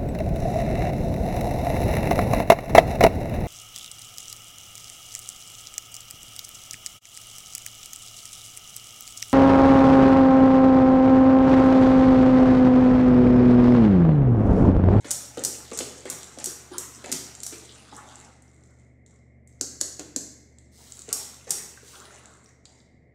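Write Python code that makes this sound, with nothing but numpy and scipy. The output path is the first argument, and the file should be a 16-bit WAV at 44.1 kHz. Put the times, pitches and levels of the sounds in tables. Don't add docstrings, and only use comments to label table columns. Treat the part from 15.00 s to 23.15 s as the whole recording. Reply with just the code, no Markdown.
import sys
import numpy as np
from scipy import signal
from scipy.fft import rfft, irfft
from scipy.io import wavfile
from scipy.ndimage import uniform_filter1d

SR = 44100
rng = np.random.default_rng(int(sys.argv[2]) if len(sys.argv) > 2 else 0)


def unload_wav(signal):
    wavfile.write(
        sys.argv[1],
        SR,
        np.round(np.clip(np.atleast_2d(signal).T, -1, 1) * 32767).astype(np.int16),
    )


N = 359363
TIME = np.arange(N) / SR

# start in seconds, base level in dB, pitch in Hz to which the tone falls,
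# base level of the wet slap in dB relative to the thud.
LOW_THUDS = [(0.045, -30, 442, 0.5), (0.372, -21.5, 439, -7.5), (0.716, -25, 427, -28),
             (0.804, -21.5, 434, -3.5), (1.054, -27.5, 478, -3.5), (1.374, -29.5, 505, -19),
             (1.469, -35, 356, -5), (1.715, -32, 325, -18.5), (2.041, -34, 490, 4), (2.092, -28, 420, -5),
             (2.124, -29.5, 376, -6), (2.523, -38.5, 310, 7.5), (2.926, -36, 280, -19),
             (4.609, -29.5, 270, -8.5), (4.812, -29, 298, -9.5), (4.994, -26.5, 295, -4.5),
             (5.163, -28, 269, -13.5), (6.081, -32, 425, -14.5), (6.47, -36.5, 484, -1.5),
             (6.83, -42.5, 400, -22)]
# start in seconds, end in seconds,
# base level of the squelch in dB, base level of the wet crackle in dB.
CIRCLING_BOUTS = [(0, 3.13, -56, -54.5), (5.779, 7.2, -62.5, -56)]
# frequency in Hz, relative level in dB.
WIRE_COLOUR = [(40,-62),(300,-26.5),(1500,-15.5),(2600,-11.5),(4100,-2),(5200,-8.5),(7400,9.5),(9000,-3),(11000,-20.5),(15500,-38)]
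PULL_ATTACK_S, BOUT_T60_S = 0.014, 0.43


def undb(db):
    return 10 ** (np.asarray(db) / 20)


def unit(x):
    return x / np.sqrt(np.mean(x ** 2))


def fade(t, t60):
    return np.exp(-np.log(1000) * t / t60)


def add(track, s, sound):
    start = max(int(s * SR), 0)
    track[start:start + len(sound)] += sound[:max(N - start, 0)]


def on_log_axis(hz, points):
    points = np.array(points)
    return np.interp(np.log(np.maximum(hz, 1)), np.log(points[:, 0]), points[:, 1])


def colour(x, points, tilt=0, size=1024):
    hz = np.fft.rfftfreq(size, 1 / SR)
    db = on_log_axis(hz, points) + tilt * np.log2(np.maximum(hz, 2000) / 2000)
    cepstrum = irfft(np.log(undb(db)))
    cepstrum[1:size // 2] *= 2
    cepstrum[size // 2 + 1:] = 0
    response = irfft(np.exp(rfft(cepstrum)))
    return signal.fftconvolve(x, response)[:len(x)]


def resonate(x, hz, width_hz):
    b, a = signal.iirpeak(hz, hz / width_hz, fs=SR)
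    return signal.lfilter(b, a, signal.lfilter(b, a, x))


def walk(rate):
    k = int(SR / rate)
    steps = np.repeat(rng.standard_normal(N // k + 1), k)
    return unit(uniform_filter1d(steps, k)[:N])


def grains(rate, spread_db):
    sizes = undb(spread_db * np.minimum(rng.exponential(size=N), 4.5))
    return (rng.random(N) < rate / SR) * sizes * rng.choice([-1, 1], N)


def shifting(rate, spread_db, own_db, count=9):
    source = grains(rate, spread_db)
    edges = np.geomspace(100, 16000, count + 1)
    total = np.zeros(N)
    for band in zip(edges[:-1], edges[1:]):
        sos = signal.butter(2, band, "band", fs=SR, output="sos")
        total += signal.sosfilt(sos, source) * undb(own_db * walk(30))
    return total


def crack(points, t60, tilt=0, size=2048, count=4):
    decay = fade(TIME[:size], t60)
    burst = rng.standard_normal(size)
    for _ in range(count):
        phase = np.angle(rfft(np.sign(burst) * decay))
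        burst = irfft(np.exp(1j * phase))
    burst = colour(burst * np.sqrt(decay), points, tilt)
    return burst / np.sqrt(np.sum(burst ** 2) / 10)


def bubble(hz, cycles):
    turns = hz * TIME[:SR // 20]
    return np.sin(2 * np.pi * turns * (1 + 0.12 * turns / cycles)) * fade(turns, cycles)


def swell(start, length, attack_s, t60):
    return np.clip((TIME - start) / attack_s, 0, 1) * fade(np.maximum(TIME - start - length, 0), t60)


def circling():
    return sum(swell(start, end - start, PULL_ATTACK_S, BOUT_T60_S) for start, end, _, _ in CIRCLING_BOUTS)


def slipping():
    # start in seconds, length in seconds, base level in dB.
    sliding_lumps = [(3.419, 0.42, -69), (4.058, 0.081, -66.5), (4.47, 0.26, -73), (5.499, 0.35, -74.5),
                     (7.225, 0.28, -63), (7.639, 0.16, -64.5)]
    attack_s, t60_s = 0.02, 0.2
    return sum(undb(db) * swell(s, length, attack_s, t60_s) for s, length, db in sliding_lumps)


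def stirring():
    # start in seconds, length of the pull in seconds,
    # base level of the squelch in dB, base level of the wet crackle in dB.
    pull_strokes = [(.042, 0.062, -45, -45), (.37, 0.095, -47.5, -47), (.713, 0.049, -46, -46.5),
                    (1.05, 0.059, -45, -47), (1.383, 0.076, -46.5, -51), (1.712, 0.071, -45, -48),
                    (2.043, 0.047, -47.5, -51), (2.52, 0.025, -53, -47), (2.922, 0.34, -53.5, -59.5),
                    (6.086, .11, -48, -44.5), (6.467, .11, -47.5, -51), (6.92, 0.29, -51.5, -64.5)]
    pull_t60_s = 0.54
    steady = sum(np.outer(undb(dbs), swell(start, end - start, PULL_ATTACK_S, BOUT_T60_S))
                 for start, end, *dbs in CIRCLING_BOUTS)
    pulls = sum(np.outer(undb(dbs), swell(s, length, PULL_ATTACK_S, pull_t60_s))
                for s, length, *dbs in pull_strokes)
    return np.hypot(steady, pulls)


def fridge(air_db=-60, waver_db=1):
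    # time in seconds, level in dB.
    hum_level = [(0,-56),(5.3,-55.5),(8.15,-62)]
    # frequency in Hz, level in dB relative to the hum level.
    hum_lines = [(74.4,-3.5),(121.8,-4.5),(100,-19),(226,-15),(247,-14)]
    # frequency in Hz, relative level in dB.
    air_colour = [(25,-14),(42,-13),(70,-8),(130,-1),(240,-4),(380,-8.5),(700,-13.5),(950,-32.5),(1150,-32),(1450,-42),(1800,-21.5),(2120,-11),(2550,-40),(4000,-60),(8000,-52.5),(15000,-69.5)]
    hum = np.zeros(N)
    for hz, db in hum_lines:
        gain = undb(db + waver_db * walk(3.3)) * np.sqrt(2)
        hum += gain * np.sin(2 * np.pi * hz * TIME + 0.15 * walk(6.7))
    shape = undb(on_log_axis(np.fft.rfftfreq(N, 1 / SR), air_colour))
    air = irfft(rfft(rng.standard_normal(N)) * shape, N)
    return undb(np.interp(TIME, *np.transpose(hum_level))) * hum + undb(air_db) * unit(air)


def kitchen(x, build_s=0.0005, early_db=3.5, early_t60=0.04, count=10, size=16384):
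    # frequency in Hz, t60 in seconds.
    room_decay = [(100,0.93),(400,0.65),(1400,0.99),(4000,0.6),(7000,0.73),(10000,0.38),(15000,0.6)]
    t, hz = TIME[:2 * size], np.fft.rfftfreq(2 * size, 1 / SR)
    centres = np.geomspace(100, 16000, count)
    bands = np.array([np.interp(hz, centres, share) for share in np.eye(count)])
    decay = fade(t, on_log_axis(centres, room_decay)[:, None])
    decay = decay * np.minimum(t / build_s, 1) ** 2 * undb(early_db * fade(t, early_t60))
    out = np.zeros(N)
    for centre in range(0, N + size // 2, size // 2):
        near = np.arange(max(centre - size // 2, 0), min(centre + size // 2, N))
        response = np.sum(irfft(rfft(rng.standard_normal(len(t))) * bands) * decay, axis=0)
        response /= np.sqrt(np.sum(response ** 2))
        part = x[near] * np.cos(np.pi * (near - centre) / size)
        add(out, near[0] / SR, signal.fftconvolve(part, response))
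    return out


def bangles(clack_db=0, clack_t60=0.021, ring_db=-41, rattle_per_s=160):
    # start in seconds, level in dB, brightness in dB per octave above 2 kHz.
    bangle_clacks = [(0.1075, -11, 1), (0.1122, -7.5, 4), (0.4376, -11.5, 2.1), (0.4492, -6.5, 3.3),
                     (0.4583, -22, 0.5), (0.7742, -18, 3), (0.7889, -11.2, -1.3), (0.8057, -30.5, -14.5),
                     (1.1001, -13.5, 5.0), (1.1261, -26, -8), (1.3866, -25, -5), (1.4422, -13, 2.5),
                     (1.4585, -12.5, 3.5), (1.7821, -12.5, 5), (2.1167, -13.5, 2.5), (2.1244, -8.5, -1),
                     (2.433, -17.5, 2.5), (2.4648, -16, 1), (6.128, -6, 4.5), (6.4944, -28.5, 3),
                     (6.5063, -5.5, 3.5), (6.518, -19.5, -4)]
    # centre of the random frequency in Hz, base level in dB, t60 in seconds.
    ring_modes = [(4050,-15.5,0.13),(5660,16.5,0.4),(5500,-8,0.23),(6960,11,0.13),(6850,5,.2),(7920,-14.5,.2),(8210,-6.5,.2),(9000,-9,.25),(8900,-13.5,.25),(12900,-6,.15)]
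    # frequency in Hz, relative level in dB.
    clack_colour = [(40,-59),(150,-3),(500,-26),(1400,-17),(2700,-19),(3700,-12.5),(5200,-6.5),(6700,-1),(8000,-1),(9600,-6),(11200,-15.5),(13000,-15),(15500,-27)]
    out, rings, t = np.zeros(N), np.zeros(N), TIME[:SR // 2]
    for s, db, tilt in bangle_clacks:
        chance = rng.standard_normal((len(ring_modes), 2))
        ring = np.zeros(len(t))
        for (hz, mode_db, t60), (strength, detune) in zip(ring_modes, chance):
            tone = np.sin(2 * np.pi * hz * (1 + 0.008 * detune) * t)
            ring += np.tanh(strength) * undb(mode_db) * fade(t, t60) * tone
        add(out, s, undb(db + clack_db) * crack(clack_colour, clack_t60, tilt))
        add(rings, s, undb(db + ring_db) * ring / 2)
    return out + rings * walk(rattle_per_s)


def whisk_knocks(knock_db=0, knock_t60=0.015):
    # start in seconds, level in dB.
    clearing_knocks = [(4.6115, -7.5), (4.8057, -26), (4.8121, -5.5), (4.9947, -20.5), (5.162, -8.5)]
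    # frequency in Hz, relative level in dB.
    knock_colour = [(40,-82),(200,-27),(520,-10.5),(900,-28.5),(1700,-22.5),(2600,-30.5),(3700,-21),(4300,-12.5),(5300,-10.5),(5900,-6),(7500,-1),(8700,-13.5),(10700,-18.5),(15500,-37)]
    out = np.zeros(N)
    for s, db in clearing_knocks:
        add(out, s, undb(db + knock_db) * crack(knock_colour, knock_t60))
    return out


def pot_thumps(thump_db=-4.5, thump_hz=280, thump_t60=0.04):
    out, t = np.zeros(N), TIME[:SR // 8]
    thump = np.sin(2 * np.pi * thump_hz * t) * fade(t, thump_t60) * (1 - fade(t, 0.0096))
    for s, db, _, _ in LOW_THUDS:
        add(out, s + rng.uniform(0, 0.008), undb(db + thump_db) * thump)
    return out


def scrapes(scrape_db=0):
    # start in seconds, end in seconds, level in dB.
    wall_sweeps = [(5.716,6.062,-56),(6.823,7.02,-53)]
    # frequency in Hz, relative level in dB.
    rub_colour = [(500,-22),(2600,-10.5),(4500,1),(8000,3),(11000,-5.5),(13000,-10.5),(15500,-8)]
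    sweep = np.zeros(N)
    for start, end, db in wall_sweeps:
        progress = np.clip((TIME - start) / (end - start), 0, 1)
        sweep += undb(db) * np.sqrt(np.abs(np.sin(np.pi * progress)))
    return undb(scrape_db) * sweep * unit(colour(grains(6000, 3.7), rub_colour))


def wire_ticks(tick_db=-1, tick_t60=0.014, stray_tilt=0.5):
    # start in seconds, base level in dB, brightness in dB per octave above 2 kHz.
    clear_ticks = [(0.373, -29, 8), (0.393, -23, 6.5), (0.7148, -27.5, -9), (0.7355, -25.5, 12),
                   (1.0546, -29, 17), (1.2313, -25, -5.0), (1.4003, -25, 4.5), (2.043, -31, 5),
                   (2.06, -25, -3), (2.351, -26, 0.5), (2.965, -27.5, 16), (3.156, -28.5, 2),
                   (3.422, -40.5, 13), (4.0628, -41, 0.5), (4.4744, -40, 15), (5.585, -37, 1.5),
                   (5.992, -25.5, 1), (6.0898, -24, -4.5), (6.3435, -33, -2.5), (7.1851, -47, 9),
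                   (7.371, -47, 10), (7.6542, -33, -5.5)]
    stray_per_s, stray_db, stray_spread_db = 4, -31.5, 7
    out = np.zeros(N)
    for s, db, tilt in clear_ticks:
        add(out, s, undb(db + tick_db) * crack(WIRE_COLOUR, tick_t60, tilt))
    sizes = undb(stray_db + stray_spread_db * rng.uniform(-1, 1, N))
    touches = (rng.random(N) < stray_per_s / SR) * sizes
    return out + signal.fftconvolve(touches * circling(), crack(WIRE_COLOUR, tick_t60, stray_tilt))[:N]


def settling(settle_db=-5, flicker_db=4, cling_db=-66, pip_db=-6, pip_hz=6500, pip_octaves=0.3,
             pip_cycles=45, count=500):
    rustle = unit(colour(grains(600, 5.2), WIRE_COLOUR) * undb(flicker_db * walk(60)))
    pips = np.zeros(N)
    for when, pitch, size in rng.random((count, 3)):
        hz = pip_hz * 2 ** (pip_octaves * (2 * pitch - 1))
        add(pips, when * N / SR, undb(20 * size ** 2) * bubble(hz, pip_cycles))
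    creep = undb(cling_db) * circling() + slipping()
    return creep * (undb(settle_db) * rustle + undb(pip_db) * unit(pips))


def pops(pop_db=-3, pop_t60=0.03, width=0.42):
    # start in seconds, base peak level in dB, pitch in Hz.
    bursting_pockets = [(.381,-28.5,3620),(.603,-40,1490),(.718,-32,1040),(.806,-26.5,3100),(1.057,-35,1740),(2.0437,-30,1784),(2.692,-34.5,3700),(2.924,-33.5,790),(2.931,-37.5,807),(6.774,-36.5,1480),(6.954,-37.5,3350),(7.106,-41,1350),(7.656,-34.5,4300),(7.802,-47.5,4190)]
    out, t = np.zeros(N), TIME[:SR // 20]
    for s, db, hz in bursting_pockets:
        tear = resonate(rng.standard_normal(len(t)) * fade(t, pop_t60), hz, width * hz)
        add(out, s, undb(db + pop_db) * tear / np.abs(tear).max())
    return out


def plops(plop_db=0, plop_t60=0.049, fall=0.38, fall_t60=0.018, churn_db=-12, churn_t60=0.14,
          churn_width_hz=290, slap_db=-7, slap_t60=0.13, low_hz=115):
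    # frequency in Hz, relative level in dB.
    slap_colour = [(40,-48.5),(120,-18),(350,20.5),(800,-11.5),(1400,0),(2000,-5),(2800,-4),(4500,-3),(7300,-11.5),(10000,-15.5),(15500,-30)]
    out, t = np.zeros(N), TIME[:SR // 3]
    for s, db, hz, wet_db in LOW_THUDS:
        turns = np.cumsum(hz * (1 + fall * fade(t, fall_t60))) / SR
        tone = np.sin(2 * np.pi * turns) * fade(t, plop_t60) * (1 - fade(t, 0.017))
        churn = unit(resonate(rng.standard_normal(len(t)), hz, churn_width_hz)) * fade(t, churn_t60)
        slap = unit(colour(rng.laplace(size=len(t)), slap_colour)) * fade(t, slap_t60)
        thud = undb(plop_db) * tone + undb(churn_db) * churn + undb(wet_db + slap_db) * slap
        add(out, s, undb(db) * thud)
    return signal.sosfilt(signal.butter(4, low_hz, "high", fs=SR, output="sos"), out)


def batter(squelch_db=-4, bubble_db=-12, crackle_db=-3, slip_db=-1, flicker_db=1.2, band_db=3.0, count=1600):
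    # frequency in Hz, relative level in dB.
    squelch_colour = [(40,-38.5),(90,-12.5),(200,1),(430,6.5),(650,-1),(900,4),(1150,0.5),(1450,1.5),(2000,-2),(2800,-16.5),(4200,-14),(7000,-9.5),(14000,-43.5)]
    crackle_colour = [(1000,-34.5),(2800,3),(4200,-2),(5500,2),(7400,0.5),(9300,4.5),(11000,-19),(15500,-36.5)]
    squelch = unit(colour(shifting(2500, 1.62, band_db), squelch_colour)) * undb(flicker_db * walk(45))
    crackle = unit(colour(shifting(1500, 3.5, band_db), crackle_colour)) * undb(flicker_db * walk(60))
    bubbles = np.zeros(N)
    for when, pitch, size in rng.random((count, 3)):
        add(bubbles, when * N / SR, undb(20 * size ** 2) * bubble(400 * 10 ** pitch, 14))
    low = undb(squelch_db) * squelch + undb(bubble_db) * unit(bubbles)
    squelch_gain, crackle_gain = stirring()
    return (squelch_gain + undb(slip_db) * slipping()) * low + crackle_gain * undb(crackle_db) * crackle


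def scene(bangle_wet_db=1, knock_wet_db=-1.5, tick_wet_db=-1, pot_wet_db=-2, bounce_s=0.0019, bounce_db=-10):
    clacks = bangles()
    wires = wire_ticks() + scrapes() + settling()
    pot = plops() + pot_thumps() + pops() + batter()
    sources = [(clacks, bangle_wet_db), (whisk_knocks(), knock_wet_db), (wires, tick_wet_db), (pot, pot_wet_db)]
    direct = sum(sound for sound, _ in sources)
    add(direct, bounce_s, undb(bounce_db) * clacks)
    echo = kitchen(sum(sound * undb(db) for sound, db in sources))
    return (direct + echo + fridge())[None]


def record(dry):
    top_hz = 15600
    return signal.sosfilt(signal.ellip(10, 0.2, 70, top_hz, fs=SR, output="sos"), dry)


dry = scene()
out = record(dry)
unload_wav(out)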